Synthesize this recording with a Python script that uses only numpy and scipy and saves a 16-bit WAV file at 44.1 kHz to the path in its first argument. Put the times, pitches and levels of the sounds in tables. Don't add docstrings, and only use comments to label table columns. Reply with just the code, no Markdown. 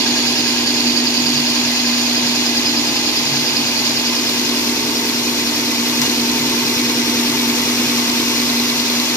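import sys
import numpy as np
from scipy import signal
from scipy.fft import rfft, irfft, next_fast_len
from scipy.io import wavfile
from scipy.ndimage import uniform_filter1d, map_coordinates

SR = 44100
rng = np.random.default_rng(int(sys.argv[2]) if len(sys.argv) > 2 else 0)


def store_wav(level_fs):
    pcm = np.round(np.clip(np.atleast_2d(level_fs), -1, 1) * 32767)
    wavfile.write(sys.argv[1], SR, pcm.T.astype(np.int16))


def decibels_to_gain(level_db):
    exponent = np.asarray(level_db, float) / 20
    return 10 ** exponent


N = 403956


def unit(x):
    return x / np.sqrt(np.mean(x ** 2, axis=-1, keepdims=True) + 1e-20)


def along(points, hz):
    f, v = np.transpose(points)
    return np.interp(np.log(hz + 1), np.log(f + 1), v)


def curves(rows):
    s, *cols = np.transpose(rows)
    return [np.interp(np.arange(N) / SR, s, c) for c in cols]


def spells(rows):
    t = np.arange(0, N + SR, 128) / SR
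    swell = sum(db * np.exp(-((t - s) / half) ** 4) for s, half, db in rows)
    return np.interp(np.arange(N) / SR, t, swell)


def wobble(rate):
    step = 16
    knots = rng.standard_normal(int(N * rate / SR) + 4)
    curve = map_coordinates(knots, [np.arange(0, N, step) * rate / SR])
    return np.repeat(curve, step)[:N]


def filtered(x, response):
    m = next_fast_len(N + SR // 2)
    return irfft(rfft(x, m) * response(np.fft.rfftfreq(m, 1 / SR)), m)[..., :N]


# (frequency [Hz], shared power [0-1])
LIKENESS = [(40, 0.77), (120, 0.98), (300, 0.93), (640, 0.68), (900, 0.97), (1400, 0.36), (2500, 0.62),
            (5000, 0.42), (8000, 0.51), (15000, 0.27)]
# (frequency [Hz], lead [rad])
LEFT_LEAD = [(0, 0), (780, 1), (1210, 0.8), (2070, 0.42), (2840, 2.5), (4650, 4.5), (6200, 9), (8700, 13.5),
             (9650, 18), (11600, 17.5), (12500, 20.5), (13400, 23), (14600, 17), (15300, 28)]


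def ports(x):
    def likeness(hz):
        return np.clip(along(LIKENESS, hz), 0, 1)

    def mix(row, sign):
        def shared(hz):
            lead = np.interp(hz, *np.transpose(LEFT_LEAD))
            return np.sqrt(likeness(hz)) * np.exp(.5j * sign * lead)
        return filtered(x[0], shared) + filtered(x[row], lambda hz: np.sqrt(1 - likeness(hz)))
    return np.array([mix(row=1, sign=0.98), mix(row=2, sign=-0.9)])


# (time [s], angle [turns])
REEL_AHEAD = [(0, .012), (.4, .028), (2.4, .152), (3.3, .136), (4.2, .135), (4.8, .146), (5.5, .129),
              (6, .126), (7.15, .124), (7.6, .111), (8, .116), (8.4, .112), (9.16, .111)]


def angle():
    return 10 * np.arange(N) / SR + curves(REEL_AHEAD)[0]


# (time [s], scrape as heard [dB], grass load [dB])
PUSH_EFFORT = [(0, -20, 0.5), (.4, -20.5, 0), (1, -21.5, 1), (1.75, -20.5, -3), (2.6, -21, 0),
               (3.7, -21.5, -0.5), (4.4, -22, 0.5), (4.9, -23, 2), (5.7, -22.5, 1), (6.1, -22, 2),
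               (7.3, -22, 2.5), (8, -21.6, 1), (8.8, -22, -.5), (9.16, -21, 1)]


def push():
    return curves(PUSH_EFFORT)


def motor():
    hum = np.sin(2 * np.pi * 100.0 * np.arange(N) / SR)
    return decibels_to_gain(-43.5 + 0.28 * wobble(2.4)) * hum


# (time [s], level [dB])
WHEEL_BUMPS = [(.43, 7), (.86, 2), (1.36, 10), (1.94, 7), (2.28, 7), (2.75, 4), (2.97, 10), (3.33, 14),
               (3.6, 8), (3.9, 7), (4.27, 4), (5, 2), (5.6, 3), (5.96, 9), (6.45, 7), (6.7, 9), (6.92, 8),
               (7.35, 7), (7.53, 3.5), (7.95, 7), (8.15, 2), (8.38, 9.5), (8.8, 4)]


def box():
    turn = 2 * np.pi * (angle() - .52)
    air = signal.lfilter(*signal.iirpeak(140, 6, SR), rng.standard_normal(N))
    air = unit(signal.lfilter(*signal.iirpeak(140, 9, SR), air))
    boom = 0.34 * np.cos(13 * turn) + 0.49 * np.cos(14 * turn) + .5 * air
    bumps_db = spells([(s, 0.12, db) for s, db in WHEEL_BUMPS])
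    return decibels_to_gain(-47 + bumps_db) * unit(boom)


# (frequency [Hz], density [dB per Hz])
CASING_RUMBLE = [(20, -41), (60, -20.5), (85, -26.5), (140, -17.5), (185, -18.5), (250, -6.5), (320, -7.5),
                 (440, -22), (500, -20.5), (600, -34), (900, -55)]


def rumble():
    noise = rng.standard_normal((3, N))
    return unit(ports(filtered(noise, lambda hz: decibels_to_gain(along(CASING_RUMBLE, hz)))))


# (angle [turns], [(multiple of the turn, level [dB])])
REEL_ORDERS = [
    (.52, [(5, -35), (7, -24), (19, -22)]),
    (.1, [(22, -13), (23, -7.5), (25, -2), (26, -26)]),
    (.53, [(28, 0.5), (30, 2.5)]),
    (.545, [(27, -19), (29, -0.5)]),
    (.28, [(34, -0.5), (36, -5.5), (40, -11), (42, -3.5)]),
    (.58, [(33, -12), (37, -6), (38, -5.5), (43, -14.5)]),
    (.87, [(48, -7.5), (49, -9), (50, -22), (56, -18.5)]),
    (.53, [(66, -26), (84, -5.5), (89, -12.5), (90, -9.5), (91, -7.5), (92, -6.5)]),
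]
# (middle [s], half length [s], level [dB])
WHINE_SPELLS = [
    (.3, .5, 5),
    (3.1, .8, 9),
    (7.7, .4, 5),
]


def reel_orders(turn):
    whine_db = spells(WHINE_SPELLS) - 8
    total = 0
    for at, group in REEL_ORDERS:
        for k, db in group:
            order = round(k)
            level_db = db + 1.8 * wobble(2.45) + whine_db * (order == 84)
            total = total + decibels_to_gain(level_db) * np.cos(order * 2 * np.pi * (turn - at) + 0.6 * wobble(5))
    return unit(total)


# (time [s], level [dB])
TOOTH_MESH = [(0, -26), (.6, -24), (1, -23), (2, -23.2), (2.75, -25), (3, -29), (3.55, -29), (4, -26.5),
              (4.6, -25.2), (5.1, -27), (6.2, -23.5), (6.7, -25), (7.1, -23.5), (8.65, -22.5), (9.16, -24)]


def drive():
    turn = angle()
    tooth_db = curves(TOOTH_MESH)[0] + 1.37 * wobble(18)
    tooth = np.sqrt(2) * decibels_to_gain(tooth_db) * np.sin(24 * 2 * np.pi * turn + 0.2 * wobble(16))
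    drum = decibels_to_gain(-0.5) * reel_orders(turn) * decibels_to_gain([[-.7], [.7]]) + decibels_to_gain(-4.5) * rumble()
    drum_db = -27.5 + push()[1]
    return tooth * decibels_to_gain([[-.2], [.2]]) + decibels_to_gain(drum_db) * drum


# (time [s], level over the scrape [dB], length [s])
CAUGHT_GRIT = [
    (6.015, 5.5, .028),
]


def friction(turn):
    t = np.arange(N) / SR
    press = .5 * np.cos(2 * np.pi * (turn - .9))
    press = press + 0.091 * np.cos(6 * 2 * np.pi * (turn - .1))
    press = press + .5 * np.cos(24 * 2 * np.pi * turn)
    press = press + 0.077 * wobble(14) + 0.33 * wobble(60)
    for s, db, length in CAUGHT_GRIT:
        press = press + db * (t > s) * np.exp(-np.abs((t - s) / length) ** 2)
    return rng.standard_normal((3, N)) * decibels_to_gain(press)


# (middle [s], half length [s], level [dB])
CLICK_SPELLS = [
    (6.3, .4, .5),
    (8.5, .75, 3.5),
]


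def tick(turned):
    passes = np.diff(np.floor(angle() - .11), prepend=0) > 0
    blows = passes * decibels_to_gain(28 + 3 * turned + spells(CLICK_SPELLS) + 1.5 * wobble(9))
    return signal.lfilter(*signal.iirpeak(4350, 8, SR), blows)


# (frequency [Hz], width [Hz], angle of hardest bearing [turns], arc [turns])
STEEL_MODES = [(1030, 50, .2, .05), (1110, 60, .38, .05), (1640, 50, .64, .06), (2035, 55, .3, .45),
               (2240, 45, .25, .3), (2345, 50, .23, .03), (2420, 70, .92, .1), (2545, 55, .55, .2),
               (2840, 45, .55, .2), (3370, 70, .4, .05), (3990, 120, .1, .03), (4230, 100, .09, .04),
               (4380, 90, .76, .03), (4680, 90, .8, .07), (4800, 90, .86, .05), (4995, 50, .88, .16),
               (5493, 30, .68, .18), (5260, 300, .6, .15), (5800, 90, .66, .04), (6520, 50, .92, .08),
               (6690, 110, .66, .05), (4700, 700, .12, .015), (9000, 7000, .11, .02), (8000, 5000, .3, .03),
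               (7000, 4000, .48, .015)]
# (level at first [dB], level when the microphone is turned [dB])
MODE_LEVELS = [(-7, 8.5), (-6, 12), (12, 3), (-4.5, 10.5), (-19, 11), (6, -1), (-11, 8.5), (-4, -5),
               (-11, 2.5), (9, -14), (-14, 2), (4, 5), (7, 7), (14.5, 0), (7, -1), (12, 6.5), (7, 3.5),
               (-12, -8), (7, 2), (-1, -3), (-3, 2), (-4, 2), (-14, -14), (-5, -4), (-1.5, -8)]
# (middle [s], half length [s], level [dB])
LOWER_TWISTS = [
    (1.05, .5, 18),
    (2, 0.27, 9),
    (3.35, 0.32, 18.5),
    (3.918, 0.24, 17.5),
    (5.3, 0.37, 10),
    (8.75, .3, 14),
]
UPPER_TWISTS = [
    (.45, .2, 2),
    (1.75, .25, 4),
    (2.6, .45, 10.4),
    (3.8, 0.92, 6),
    (4.9, 0.27, 2),
    (7.25, .25, 4),
]
TOP_TWISTS = [
    (.3, .3, 3),
    (4.05, .35, 6),
    (5.1, 0.7, 9.3),
    (6.8, .35, 6),
]
RESTING_LEVELS = -17.5, -6, -3


def ringing(scrape, turn, turned):
    twists = (LOWER_TWISTS, UPPER_TWISTS, TOP_TWISTS)
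    lower_db, upper_db, top_db = [rest + spells(rows) for rest, rows in zip(RESTING_LEVELS, twists)]
    rings = 0
    for (hz, width, at, arc), (first_db, last_db) in zip(STEEL_MODES, MODE_LEVELS):
        off = (turn - at + .5) % 1 - .5
        bearing = .09 + np.exp(-(off / arc) ** 2)
        twist_db = lower_db * (4500 < hz < 4900) + upper_db * (4900 < hz < 5100) + top_db * (5400 < hz < 5600)
        db = first_db + (last_db - first_db) * turned + twist_db + 0.87 * wobble(7.4) + 0.83 * wobble(0.71)
        rings = rings + signal.lfilter(*signal.iirpeak(hz, hz / width, SR), scrape * bearing * decibels_to_gain(db))
    return rings


def paths(left, right, ripple_db, ripple_hz):
    knots = rng.standard_normal((2, SR // 40))

    def response(hz):
        ripple = np.array([map_coordinates(row, [hz / ripple_hz]) for row in knots])
        colour = np.array([along(left, hz), along(right, hz)])
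        return decibels_to_gain(colour + ripple_db * ripple) * (hz > 380)
    return response


# (frequency [Hz], density [dB per Hz])
LEFT_AT_START = [(500, -11.5), (800, -12), (1400, -14.5), (2000, -12.5), (2600, -8.5), (3500, -8.5),
                 (5000, -10.5), (6000, -8.5), (6800, -6), (7400, -15), (8400, -21.5), (11800, -16.5),
                 (13500, -23.5), (15200, -22)]
RIGHT_AT_START = [(500, -14), (900, -9.5), (1350, -16), (2000, -15), (2600, -5), (3400, -6.5), (4600, -1.5),
                  (5500, -6.5), (6750, -29), (7100, -44), (8300, -35), (11500, -25.5), (14300, -24.5),
                  (15200, -36)]
# (frequency [Hz], density [dB per Hz])
LEFT_TURNED = [(500, -9.5), (800, -9), (1400, -10.5), (2000, -14), (2600, -11.5), (3500, -6), (5000, -6),
               (6000, -5.5), (6800, -9.5), (7400, -16), (8400, -20), (11800, -16), (13500, -24),
               (15200, -22)]
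RIGHT_TURNED = [(500, -8), (800, -12), (1350, -13.5), (2000, -11.5), (2600, -7.5), (3400, -6.5),
                (4600, -9.5), (5500, -7), (6300, -14), (7300, -15), (9500, -24.5), (11500, -13.5),
                (14300, -14.5), (15200, -19)]


def microphone(pair, turned):
    first = filtered(pair, paths(LEFT_AT_START, RIGHT_AT_START, ripple_db=3.0, ripple_hz=44.63))
    last = filtered(pair, paths(LEFT_TURNED, RIGHT_TURNED, ripple_db=1.97, ripple_hz=45.25))
    return np.sqrt(1 - turned) * first * (1 - 0.33 * turned) + turned * last


# (time [s], share turned [0-1])
MICROPHONE_TURN = [(0, 0), (1.2, 0.1), (2.5, 0.24), (3.8, 0.36), (4.3, 0.51), (4.8, 0.68), (6, 0.71),
                   (7.5, 0.91), (9.16, 0.81)]


def blades():
    scrape_db, load_db = push()
    turned = np.clip(curves(MICROPHONE_TURN)[0], 0, 1)
    turn = angle()
    scrape = friction(turn)
    steel = scrape + tick(turned) + ringing(scrape, turn, turned)
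    heard = microphone(ports(steel), turned)
    fizz = filtered(heard, lambda hz: 1 / (1 + (7500 / (hz + 1)) ** 8))
    fizz_db = -1.56 + 0.86 * turned + .12 * load_db + .5 * (scrape_db.mean() - scrape_db)
    fizz_gain = decibels_to_gain(fizz_db + 0.31 * wobble(8)) - 1
    return decibels_to_gain(scrape_db + 14) * (heard + fizz * fizz_gain)


def scene():
    return motor() + box() + drive() + blades()


def top_cut(x):
    return signal.sosfilt(signal.butter(12, 15660, fs=SR, output="sos"), x)


def record(dry):
    dry = filtered(dry, lambda hz: 1 / np.sqrt(1 + (hz / 15250) ** 60))
    dry = dry / (1 + np.abs(dry / .85) ** 10) ** .1
    hz, _, z = signal.stft(dry, SR, nperseg=2048)
    band = uniform_filter1d(np.abs(z) ** 2, size=11, axis=1)
    heard = (band > decibels_to_gain(-63.6) ** 2) | (hz[:, None] < 6500)
    top = hz > 15180
    top_power = (np.abs(z[:, top]) ** 2).sum(axis=(0, 1))
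    chance = decibels_to_gain(4 * rng.standard_normal(len(top_power)))
    heard[:, top] = top_power * chance > np.quantile(top_power, .7)
    heard[:, hz > 15620] = False
    mix = signal.istft(z * heard, SR, nperseg=2048)[1][:, :N]
    return top_cut(mix)


dry = scene()
out = record(dry)
store_wav(out)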